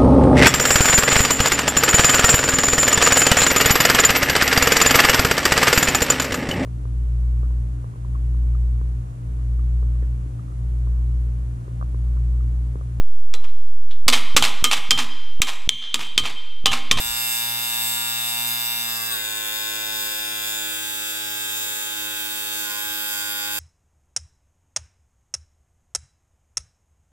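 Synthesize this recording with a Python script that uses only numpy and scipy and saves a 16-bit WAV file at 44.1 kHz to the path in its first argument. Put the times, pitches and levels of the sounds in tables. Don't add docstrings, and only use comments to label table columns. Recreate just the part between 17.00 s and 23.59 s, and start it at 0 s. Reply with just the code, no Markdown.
import sys
import numpy as np
from scipy import signal
from scipy.fft import rfft, irfft, next_fast_len
from scipy.io import wavfile
from scipy.ndimage import uniform_filter1d

SR = 44100
rng = np.random.default_rng(int(sys.argv[2]) if len(sys.argv) > 2 else 0)


def persist_wave(psi):
    counts = np.round(np.clip(psi, -1, 1) * 32767).astype(np.int16)
    wavfile.write(sys.argv[1], SR, np.atleast_2d(counts).T)


N = 290619
TIME = np.arange(N) / SR
FFT_SIZE = 2 * next_fast_len(N // 2 + 1)
HZ = np.fft.rfftfreq(FFT_SIZE, 1 / SR)
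BREAK_S, BREAK_SPREAD_S = 2.04, 0.1
RIGHT_LEAD_S = 0.000099


def from_db(db):
    return np.exp(np.asarray(db) * (np.log(10) / 20))


def in_time(rows):
    s, *columns = np.transpose(rows)
    return [np.interp(TIME, s, c) for c in columns]


def at_hz(points, hz, column=1):
    table = np.array(points)
    return np.interp(np.log(hz + 1), np.log(table[:, 0]), table[:, column])


def bell(x, centre, width):
    return np.exp(-.5 * np.minimum(((x - centre) / width) ** 2, 60))


def humps(rows):
    return sum(height * bell(TIME, s, spread) for s, spread, height in rows)


def drift(rate):
    knots = rng.standard_normal(2048)
    return np.interp(TIME * rate * 4, np.arange(8192), signal.resample(knots, 8192))


def whitened(x):
    bins = rfft(x, FFT_SIZE)
    power = uniform_filter1d(np.abs(bins) ** 2, size=2400, axis=-1)
    return bins / np.sqrt(power + 1e-3 * power.mean()) * np.sqrt(FFT_SIZE * SR / 2)


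def to_samples(bins, gain_db=0):
    return irfft(bins * from_db(gain_db), FFT_SIZE)[..., :N]


def mid_side(pair):
    return np.array([pair[0] + pair[1], pair[0] - pair[1]])


def side_lag(mid, side, left_db, hz):
    left = from_db(left_db) ** 2
    lean = (left - 1) / (left + 1) * (mid / side + side / mid) / 2
    return np.arccos(np.clip(lean, -.95, .95)) * np.sign(np.sin(2 * np.pi * hz * RIGHT_LEAD_S))


# time in seconds, turns per second.
MOTOR_SPEED = [(0, 118.0), (.2, 118.1), (.33, 117.6), (.48, 117.4), (.68, 118.2), (.79, 117.7), (.9, 118.2),
               (1.2, 117.35), (1.48, 118.05), (1.66, 118.1), (1.84, 117.7), (1.885, 116.3), (2.085, 115.8),
               (2.16, 110.4), (2.21, 108.1), (2.3, 107.1), (2.63, 107.35), (3.05, 107.15), (3.25, 106.8),
               (3.52, 106.85), (3.8, 105.95), (4.2, 105.87), (4.35, 105.63), (4.8, 105.67), (5.25, 105.3),
               (5.55, 105.3), (5.85, 104.7), (6.02, 104.9), (6.59, 104.6)]
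# centre and spread in seconds, turns per second lost.
STUMBLES = [(2.02, 0.029, 1.73), (2.48, 0.034, 0.88), (3.29, 0.031, 0.51), (5.73, 0.04, 1.34),
            (6.19, .04, 1.45), (6.32, 0.03, 1.6), (6.44, 0.047, 1.28)]


def motor_speed(shares, wander_turns_per_s=(.11, .06, .059)):
    return in_time(MOTOR_SPEED)[0] - humps(STUMBLES) + np.dot(wander_turns_per_s, shares) * drift(16)


def strain():
    return np.minimum(bell(TIME, BREAK_S, BREAK_SPREAD_S) + humps(STUMBLES) / 2, 1)


# centre and width in Hz, moment and spread in turns,
# level in dB over the steady flow.
VALVE_PUFFS = [(1520, 500, 0.2, 0.059, 1), (3730, 400, 0.33, 0.083, 18), (3310, 690, 0.526, 0.033, 17),
               (3000, 333, 0.749, 0.027, 24.5), (5300, 500, 0.54, 0.42, -5), (8150, 420, 0.08, 0.13, 14),
               (7040, 570, 0.602, 0.046, 17.5), (11900, 450, 0.82, 0.066, 17),
               (14200, 1800, 0.654, 0.096, 3.5)]


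def valve_puffs(flow, turns, hz):
    bins = rfft(flow)
    for centre_hz, width_hz, moment, spread, db in VALVE_PUFFS:
        opening = bell((turns - moment + .5) % 1, 0.528, spread)
        bins = bins + from_db(db) * bell(hz, centre_hz, width_hz) * rfft(flow * opening)
    return irfft(bins, flow.shape[-1])


def stroke_phases():
    turns = np.arange(400) / 400
    flow = rng.choice([-1., 1.], len(turns))
    pressure = valve_puffs(flow, turns, np.fft.rfftfreq(len(turns), 1 / SR))
    return np.angle(rfft(pressure))


# base mid and side levels
# in dB with the nozzle sealed, the same pair with it open, and with the pen lifted.
HUM_HARMONICS = [(-47.5, -64.5, -53, -68, -55, -70), (-48.5, -63, -55.5, -69.5, -57.5, -72),
                 (-61.5, -61.5, -48.5, -61, -48.5, -64), (-65, -72, -52.5, -64, -53, -62),
                 (-58, -59, -49.5, -56, -52, -58), (-49.5, -65, -53.5, -63, -59, -60),
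                 (-45.5, -55, -52.5, -64, -63.5, -59), (-44.5, -55, -46.5, -56, -44.5, -58),
                 (-54, -54, -56.5, -59.5, -55.5, -60), (-51, -46.5, -46, -43, -55, -101),
                 (-55.5, -55, -84, -68, -59.5, -85), (-49.5, -48, -61, -58, -59, -57),
                 (-56.5, -67, -49.5, -49, -50.5, -52), (-45, -43.5, -39.5, -62, -48, -51),
                 (-55, -45, -43.5, -54.5, -41.5, -48), (-55, -57.0, -45.5, -49.0, -47, -43.5),
                 (-58.5, -62, -50.5, -52, -54.5, -57), (-44, -70, -58, -50, -54, -57),
                 (-60, -72, -48, -53, -52.5, -64), (-45, -54, -63, -63.5, -59.5, -66.0),
                 (-53, -63, -53, -57, -50.5, -47), (-51, -51, -46, -58.5, -62, -53),
                 (-37.5, -38.5, -43.5, -49, -50, -60), (-44, -45, -48.5, -44, -47, -42),
                 (-45.5, -44, -44.5, -48, -43.5, -43), (-63, -54, -44, -46.5, -53.5, -51.0),
                 (-53, -47, -68, -53, -50.5, -53), (-83, -58.0, -62, -52.0, -64, -47),
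                 (-47, -58, -47, -48.5, -57, -50), (-37.5, -48, -65, -40, -46, -36),
                 (-51.5, -33.5, -59, -41.5, -55, -44), (-42, -33.5, -38.5, -49, -42.5, -45),
                 (-45.5, -44, -45, -40, -47.5, -44), (-67, -59, -39.5, -32, -41.5, -37.5),
                 (-87, -48, -50, -38, -52, -52), (-89, -78.0, -51, -43, -42, -37.5),
                 (-55.5, -60.5, -75, -59, -60, -47), (-64, -50, -55, -52, -54, -54)]
# centre and width in Hz, gain in dB.
BENCH_MODES = [(723.5, 5.3, -39), (1040, 6.4, 8), (1128, 21, 12.5), (1271, 14, 8.5), (1452, 18.2, 8.5),
               (1872, 19, 6.5), (2063.5, 13, 10.5)]
# frequency in Hz, left minus right in dB.
HUM_PAN_SEALED = [(120, -0.5), (350, 7), (710, -4.5), (1180, 6), (1410, -12.0), (1650, 5), (2830, -5),
                  (2950, 8.5), (3180, -6.0), (3650, 4.5), (4480, 7)]
HUM_PAN_OPEN = [(110, -0.5), (860, 0.5), (960, 10), (1390, -4.5), (2030, 11), (2140, 2), (3320, 0.5),
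                (3640, 6), (3740, 2), (3850, 10), (4070, 9)]
HUM_PAN_LIFTED = [(110, 0), (530, 1.5), (630, -10), (1060, 13.5), (1480, -11), (1690, 11.5), (2640, -7),
                  (2850, 4.5), (3380, -9), (3590, 3), (4010, 18)]


def pump_hum(speed, turns, shares, buzz_db, waver_db=(1.5, .9), flutter=.22, scatter_rad=.24):
    out, phases = np.zeros((2, N)), stroke_phases()
    low = 18
    phases[:low] = np.arange(low) % 2 * np.pi / 2 + phases[:low] * np.linspace(0, .5, low)
    t, slow_speed, slow_shares = TIME[::128], speed[::128], shares[:, ::128]
    pans = (HUM_PAN_SEALED, HUM_PAN_OPEN, HUM_PAN_LIFTED)
    for k, levels in enumerate(HUM_HARMONICS, 1):
        height, hz = k / len(HUM_HARMONICS), k * slow_speed
        modes_db = sum(db * bell(hz, f, width) for f, width, db in BENCH_MODES)
        modes_db += sum(db * bell(hz, f, width) * bell(t, s, spread)
                        for s, spread, f, width, db in pen_resonances())
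        wavering_db = np.interp(height, (0, 1), waver_db) * drift(7)
        gain = from_db(np.interp(TIME, t, modes_db) + buzz_db * min(2 * height, 1) + wavering_db)
        gain *= 1 + flutter * height * drift(70)
        powers = from_db(np.reshape(levels, (3, 2)).T) ** 2
        left_db = sum(share * at_hz(pan, hz) for share, pan in zip(slow_shares, pans))
        lag = side_lag(*np.sqrt(powers @ slow_shares), left_db, hz.mean())
        lag += scatter_rad * (2 * rng.random() - 1)
        mid_angle = 2 * np.pi * (k * turns % 1) + phases[k]
        side_angle = mid_angle - np.interp(TIME, t, lag)
        out += gain * np.sqrt(powers @ shares) * np.sin(np.float32([mid_angle, side_angle]))
    return mid_side(out)


REFLECTIONS = [(.8, 0.46), (2, 0.36), (5, 0.41), (14, 0.42)]


def valve_buzz(turns):
    stroke = np.exp(1j * stroke_phases())
    pattern = irfft(stroke, 8192)
    place = (turns % 1 * len(pattern)).astype(int)
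    out, power = pattern[place], 1
    for per_s, share in REFLECTIONS:
        scrambled = stroke * np.exp(2j * np.pi * rng.random((2, len(stroke))))
        strength = share * drift(per_s)
        out = out + strength * irfft(scrambled, len(pattern))[:, place]
        power = power + strength ** 2
    return out / pattern.std() * np.sqrt(SR / 2 / power)


# frequency in Hz, base mid and
# side levels in dB per Hz, left minus right in dB.
CASING_SEALED = [(4120, -79.0, -79.0, 4.0), (4360, -77.0, -80.0, 0.0), (4600, -67.0, -69.0, -3.0),
                 (4710, -75.0, -69.0, -3.0), (4950, -61.5, -65.5, -1.5), (5070, -68.5, -63.0, 0.5),
                 (5300, -84.0, -88.5, -1.0), (5420, -72.5, -73.5, -5.5), (5660, -83.5, -73.0, 0.5),
                 (5780, -71.0, -72.0, 0.0), (5900, -73.0, -77.0, 0.0), (6130, -69.0, -78.5, -0.5),
                 (6360, -83.0, -77.5, -2.5), (6480, -73.5, -73.5, -7.5), (6600, -70.0, -74.0, -5.0),
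                 (6960, -79.0, -82.0, 0.0), (7190, -72.0, -71.0, 2.0), (7310, -81.0, -79.0, 3.5),
                 (7420, -61.5, -68.5, 5.5), (7545, -69.0, -74.0, 3.0), (7780, -63.5, -67.0, 1.0),
                 (8010, -75.0, -75.5, -1.5), (8250, -62.0, -68.0, 4.0), (8370, -63.5, -64.0, 6.0),
                 (8490, -72.5, -73.5, -4.0), (9900, -76.5, -78.0, -6.0), (10720, -68.5, -70.5, 0.5),
                 (10960, -80.0, -74.5, -1.5), (11430, -60.5, -67.5, -5.0), (11780, -69.0, -71.0, 5.5),
                 (12010, -66.0, -69.0, 3.0), (12500, -69.5, -68.5, 0.0), (13200, -68.0, -63.0, -5.5),
                 (13700, -71.0, -69.5, -5.0), (14250, -65.5, -68.0, -5.0), (14500, -66.5, -72.0, -5.0),
                 (14610, -74.0, -75.5, -4.5), (15560, -69.0, -68.0, -6.5)]
CASING_OPEN = [(4070, -82.0, -78.0, 4.0), (4170, -89.5, -86.0, 5.5), (4280, -70.0, -74.5, 2.5),
               (4400, -79.0, -83.0, 0.0), (4600, -85.5, -89.0, -2.5), (4710, -70.5, -72.5, -7.0),
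               (4920, -64.5, -65.5, -3.5), (5030, -76.0, -74.5, -3.5), (6310, -78.5, -76.5, -2.0),
               (7060, -64.5, -67.0, -4.5), (7170, -72.5, -71.5, 4.5), (7280, -63.5, -67.5, 5.5),
               (7380, -79.5, -81.5, 1.5), (7500, -83.0, -80.0, 0.0), (7710, -69.0, -71.0, -3.0),
               (7920, -64.5, -67.5, -6.0), (8020, -76.5, -73.0, -1.5), (8130, -68.5, -73.0, -6.0),
               (8450, -77.5, -74.0, -2.0), (9200, -72.0, -76.0, -10.5), (9840, -80.5, -82.5, 0.0),
               (12410, -69.5, -67.0, -1.0), (13380, -73.5, -72.0, -4.0), (13480, -78.0, -75.0, -1.0),
               (13910, -68.0, -70.0, -8.0), (14020, -74.5, -77.0, -5.5), (15520, -71.0, -71.5, -4.0)]
CASING_LIFTED = [(4120, -86.5, -85.5, -3.0), (4220, -78.0, -76.0, 6.5), (4750, -74.5, -75.5, 4.0),
                 (4860, -72.5, -70.5, -7.0), (5070, -81.0, -76.0, -3.0), (5170, -73.5, -78.0, -0.5),
                 (5390, -83.0, -77.0, 0.5), (5600, -75.0, -81.5, 0.0), (6440, -79.5, -74.0, -5.5),
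                 (6650, -72.5, -68.0, 0.0), (6760, -80.0, -76.5, -1.5), (7180, -67.0, -67.5, -2.5),
                 (7290, -76.5, -80.5, 0.5), (7390, -68.0, -69.5, -0.5), (7920, -74.5, -79.5, -3.0),
                 (8030, -65.5, -70.0, -3.0), (8340, -75.5, -75.0, 6.0), (8900, -73.5, -76.0, -5.0),
                 (9190, -80.0, -81.0, -10.0), (9400, -76.5, -78.5, -6.0), (10670, -81.0, -83.5, 2.0),
                 (11510, -66.5, -73.5, -3.0), (12250, -77.0, -76.0, 5.0), (12670, -71.5, -64.0, -3.5),
                 (12780, -76.0, -77.0, -2.5), (15520, -71.5, -71.0, -7.5)]


def valve_rasp(turns, rush, shares, lowest_hz=4100, hiss_db=-12):
    above_hum = 1 / np.sqrt(1 + (lowest_hz / (HZ + 100)) ** 40)
    buzz = rfft(valve_buzz(turns), FFT_SIZE)
    hiss = from_db(hiss_db) * whitened(mid_side(rush))
    out = 0
    for share, casing in zip(shares, (CASING_SEALED, CASING_OPEN, CASING_LIFTED)):
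        mid, side = from_db(at_hz(casing, HZ)), from_db(at_hz(casing, HZ, column=2))
        lag = np.exp(-1j * side_lag(mid, side, at_hz(casing, HZ, column=3), HZ))
        stereo = mid_side([mid * (buzz[0] + hiss[0]), side * (lag * buzz[1] + hiss[1])])
        out = out + share * to_samples(above_hum * stereo)
    bins = rfft(out, FFT_SIZE)
    for s, spread, hz, width, db in pen_resonances():
        if hz > lowest_hz:
            swell = from_db(db * bell(TIME, s, spread)) - 1
            out += swell * to_samples(bins * bell(HZ, hz, width))
    return out


def valve_flicker(rasp, flicker_db=1.0, flicker_per_s=11, sputter_db=(.7, 2.2), sputter_per_s=45):
    bins, centres_hz = rfft(rasp, FFT_SIZE), np.geomspace(4500, 15000, 7)
    depth_db = np.interp(strain(), (0, 1), sputter_db)
    together = drift(sputter_per_s)
    out = 0
    for band in np.eye(len(centres_hz)):
        db = flicker_db * drift(flicker_per_s) + depth_db * (together + drift(sputter_per_s)) / 2
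        out = out + from_db(db) * to_samples(bins * np.interp(HZ, centres_hz, band))
    return out


def air_rush(turns, shares, state_db=(-7.5, -11, -8.5), gulp_s=2.22, gulp_spread_s=.11, gulp_db=4.5):
    flow = valve_puffs(rng.standard_normal(FFT_SIZE), np.resize(turns, FFT_SIZE), HZ)[:N]
    level_db = np.dot(state_db, shares) + gulp_db * bell(TIME, gulp_s, gulp_spread_s)
    return room(flow * from_db(level_db))


def room(x, t60_s=.22, tail_db=-.5):
    t = TIME[:SR // 4]
    response = rng.standard_normal((2, len(t))) * from_db(-60 * t / t60_s)
    response *= from_db(tail_db) / np.sqrt(np.sum(response ** 2, axis=1, keepdims=True))
    response[0, round(RIGHT_LEAD_S * SR)] += 1
    response[1, 0] += 1
    return signal.fftconvolve(x[None], response, axes=1)[:, :N]


# frequency in Hz, base level in dB per Hz.
AIR_SEALED = [(180, -97.5), (530, -97.5), (1710, -81.5), (1830, -87.5), (2530, -85.5), (2770, -76.5),
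              (3120, -90.5), (3590, -76.5), (3950, -81.0), (4180, -96.5), (4300, -87.0), (5500, -105.0)]
AIR_OPEN = [(160, -96.0), (260, -87.0), (580, -88.5), (690, -92.5), (1210, -88.0), (1560, -80.5),
            (2270, -88.5), (2480, -81.5), (3010, -86.5), (3220, -83.0), (3750, -80.5), (4070, -90.5),
            (5500, -105.0)]


def air_noise(rush, sealed, gain_db=2):
    bins = whitened(rush)
    thin, full = to_samples(bins, at_hz(AIR_SEALED, HZ)), to_samples(bins, at_hz(AIR_OPEN, HZ))
    return from_db(gain_db) * (sealed * thin + (1 - sealed) * full)


# frequency in Hz, base level in dB per Hz.
RUMBLE = [(20, -112), (50, -91.5), (80, -83.5), (130, -103.5), (250, -102), (600, -125)]
# centre and spread in seconds, rise in dB.
HANDLING = [(3.1, 0.14, 10), (5.32, 0.046, 6), (5.87, 0.11, 9)]


def bench_rumble(shares, state_db=(-5, -1.5, .5), stereo_db=-4, lumpy_db=2):
    noise = rng.standard_normal(N) + from_db(stereo_db) * rng.standard_normal((2, N))
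    level_db = np.dot(state_db, shares) + humps(HANDLING) + lumpy_db * drift(5.4)
    return to_samples(whitened(noise), at_hz(RUMBLE, HZ)) * from_db(level_db)


# start in seconds, level in dB.
BUMPS = [(0.055, -42), (0.101, -41.5), (.47, -61), (5.77, -55)]
# frequency in Hz, relative level in dB, seconds to fall by 60 dB.
THUD_MODES = [(46, 0, 0.44), (70, 6, 0.13), (115, -7, .06)]


def bench_bumps(attack_s=.0032):
    out = np.zeros(N)
    for start_s, level_db in BUMPS:
        t = np.maximum(TIME[:SR] - start_s, 0)
        thud = sum(from_db(level_db + db - 60 * t / t60) * np.sin(2 * np.pi * hz * t)
                   for hz, db, t60 in THUD_MODES)
        out[:SR] += (1 - np.exp(-t / attack_s)) * thud
    return out


# centre and width in Hz, greatest change in dB.
BREAK_MODES = [(444, 28, 6.5), (1630, 220, 9.5), (2730, 98, 8.5), (3750, 180, 7), (5170, 98, 5.5),
               (8100, 260, 3)]
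LOWERING_MODES = [(413, 30, -9), (830, 44, 2.5), (1600, 84, 2.5), (4800, 130, 4.5), (6500, 138, 2),
                  (7230, 130, 5), (14200, 300, 3)]
# moment and spread in seconds, centre and width in Hz, greatest change in dB.
PASSING_MODES = [(2.12, 0.025, 1610, 130, 2), (2.125, 0.013, 3650, 250, 7), (2.125, 0.017, 8200, 220, 10),
                 (4.8, 0.14, 7100, 170, 3), (2.6, .1, 4950, 62, 6), (3.05, 0.19, 4900, 71, 1),
                 (3.6, 0.089, 4780, 68, -3), (3.3, 0.094, 8700, 200, 8), (3.9, .4, 3410, 60, 3),
                 (3.56, 0.075, 7300, 130, 8), (3.84, 0.41, 990, 130, -5), (5.76, 0.091, 1600, 90, 2),
                 (5.7, .4, 7380, 90, -6), (6.0, .2, 3540, 70, -2), (6.15, .04, 6600, 250, 6)]


def pen_resonances(lowering_s=6.74, lowering_spread_s=.77):
    breaking = [(BREAK_S, BREAK_SPREAD_S, *mode) for mode in BREAK_MODES]
    lowering = [(lowering_s, lowering_spread_s, *mode) for mode in LOWERING_MODES]
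    return breaking + lowering + PASSING_MODES


# time in seconds, state (0 sealed, 1 open, 2 lifted).
PEN_STATE = [(0, 0), (1.85, 0), (1.9, 0.15), (2.08, 0.22), (2.2, 1), (3.55, 1.18), (3.87, 1.96)]
# time in seconds, left minus right in dB.
PEN_PAN = [(1.9, -0.5), (4.7, -0.5), (5.6, -2)]


def scene(hum_db=-.03, rasp_db=-.96, unsteady_db=.7, slack_db=-8.5, ease_db_per_s=.8):
    state, = in_time(PEN_STATE)
    shares = np.maximum(1 - np.abs(np.clip(state, 0, 2) - np.arange(3)[:, None]), 0)
    sealed = shares[0]
    speed = motor_speed(shares)
    jitter_turns = np.interp(strain(), (0, 1), (.0007, .002)) * drift(60)
    turns = np.cumsum(speed) / SR + jitter_turns
    buzz_db = np.dot((1.57, .37, -.37), shares) + slack_db * bell(TIME, BREAK_S, BREAK_SPREAD_S)
    easing_db = sealed * ease_db_per_s * (BREAK_S / 2 - TIME)
    valve_db = rasp_db + np.dot((.3, 0, .5), shares) + easing_db + unsteady_db * drift(4.81)
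    pan_db = in_time(PEN_PAN)[0] * np.array([[.5], [-.5]])
    rush = air_rush(turns, shares)
    hum = from_db(hum_db) * pump_hum(speed, turns, shares, buzz_db)
    valves = from_db(valve_db + pan_db) * valve_flicker(valve_rasp(turns, rush, shares))
    return hum + valves + air_noise(rush, sealed) + bench_rumble(shares) + bench_bumps()


def record(dry, cutoff_hz=15800):
    return signal.sosfilt(signal.ellip(12, .1, 90, cutoff_hz, fs=SR, output="sos"), dry)


dry = scene()
out = record(dry)
persist_wave(out)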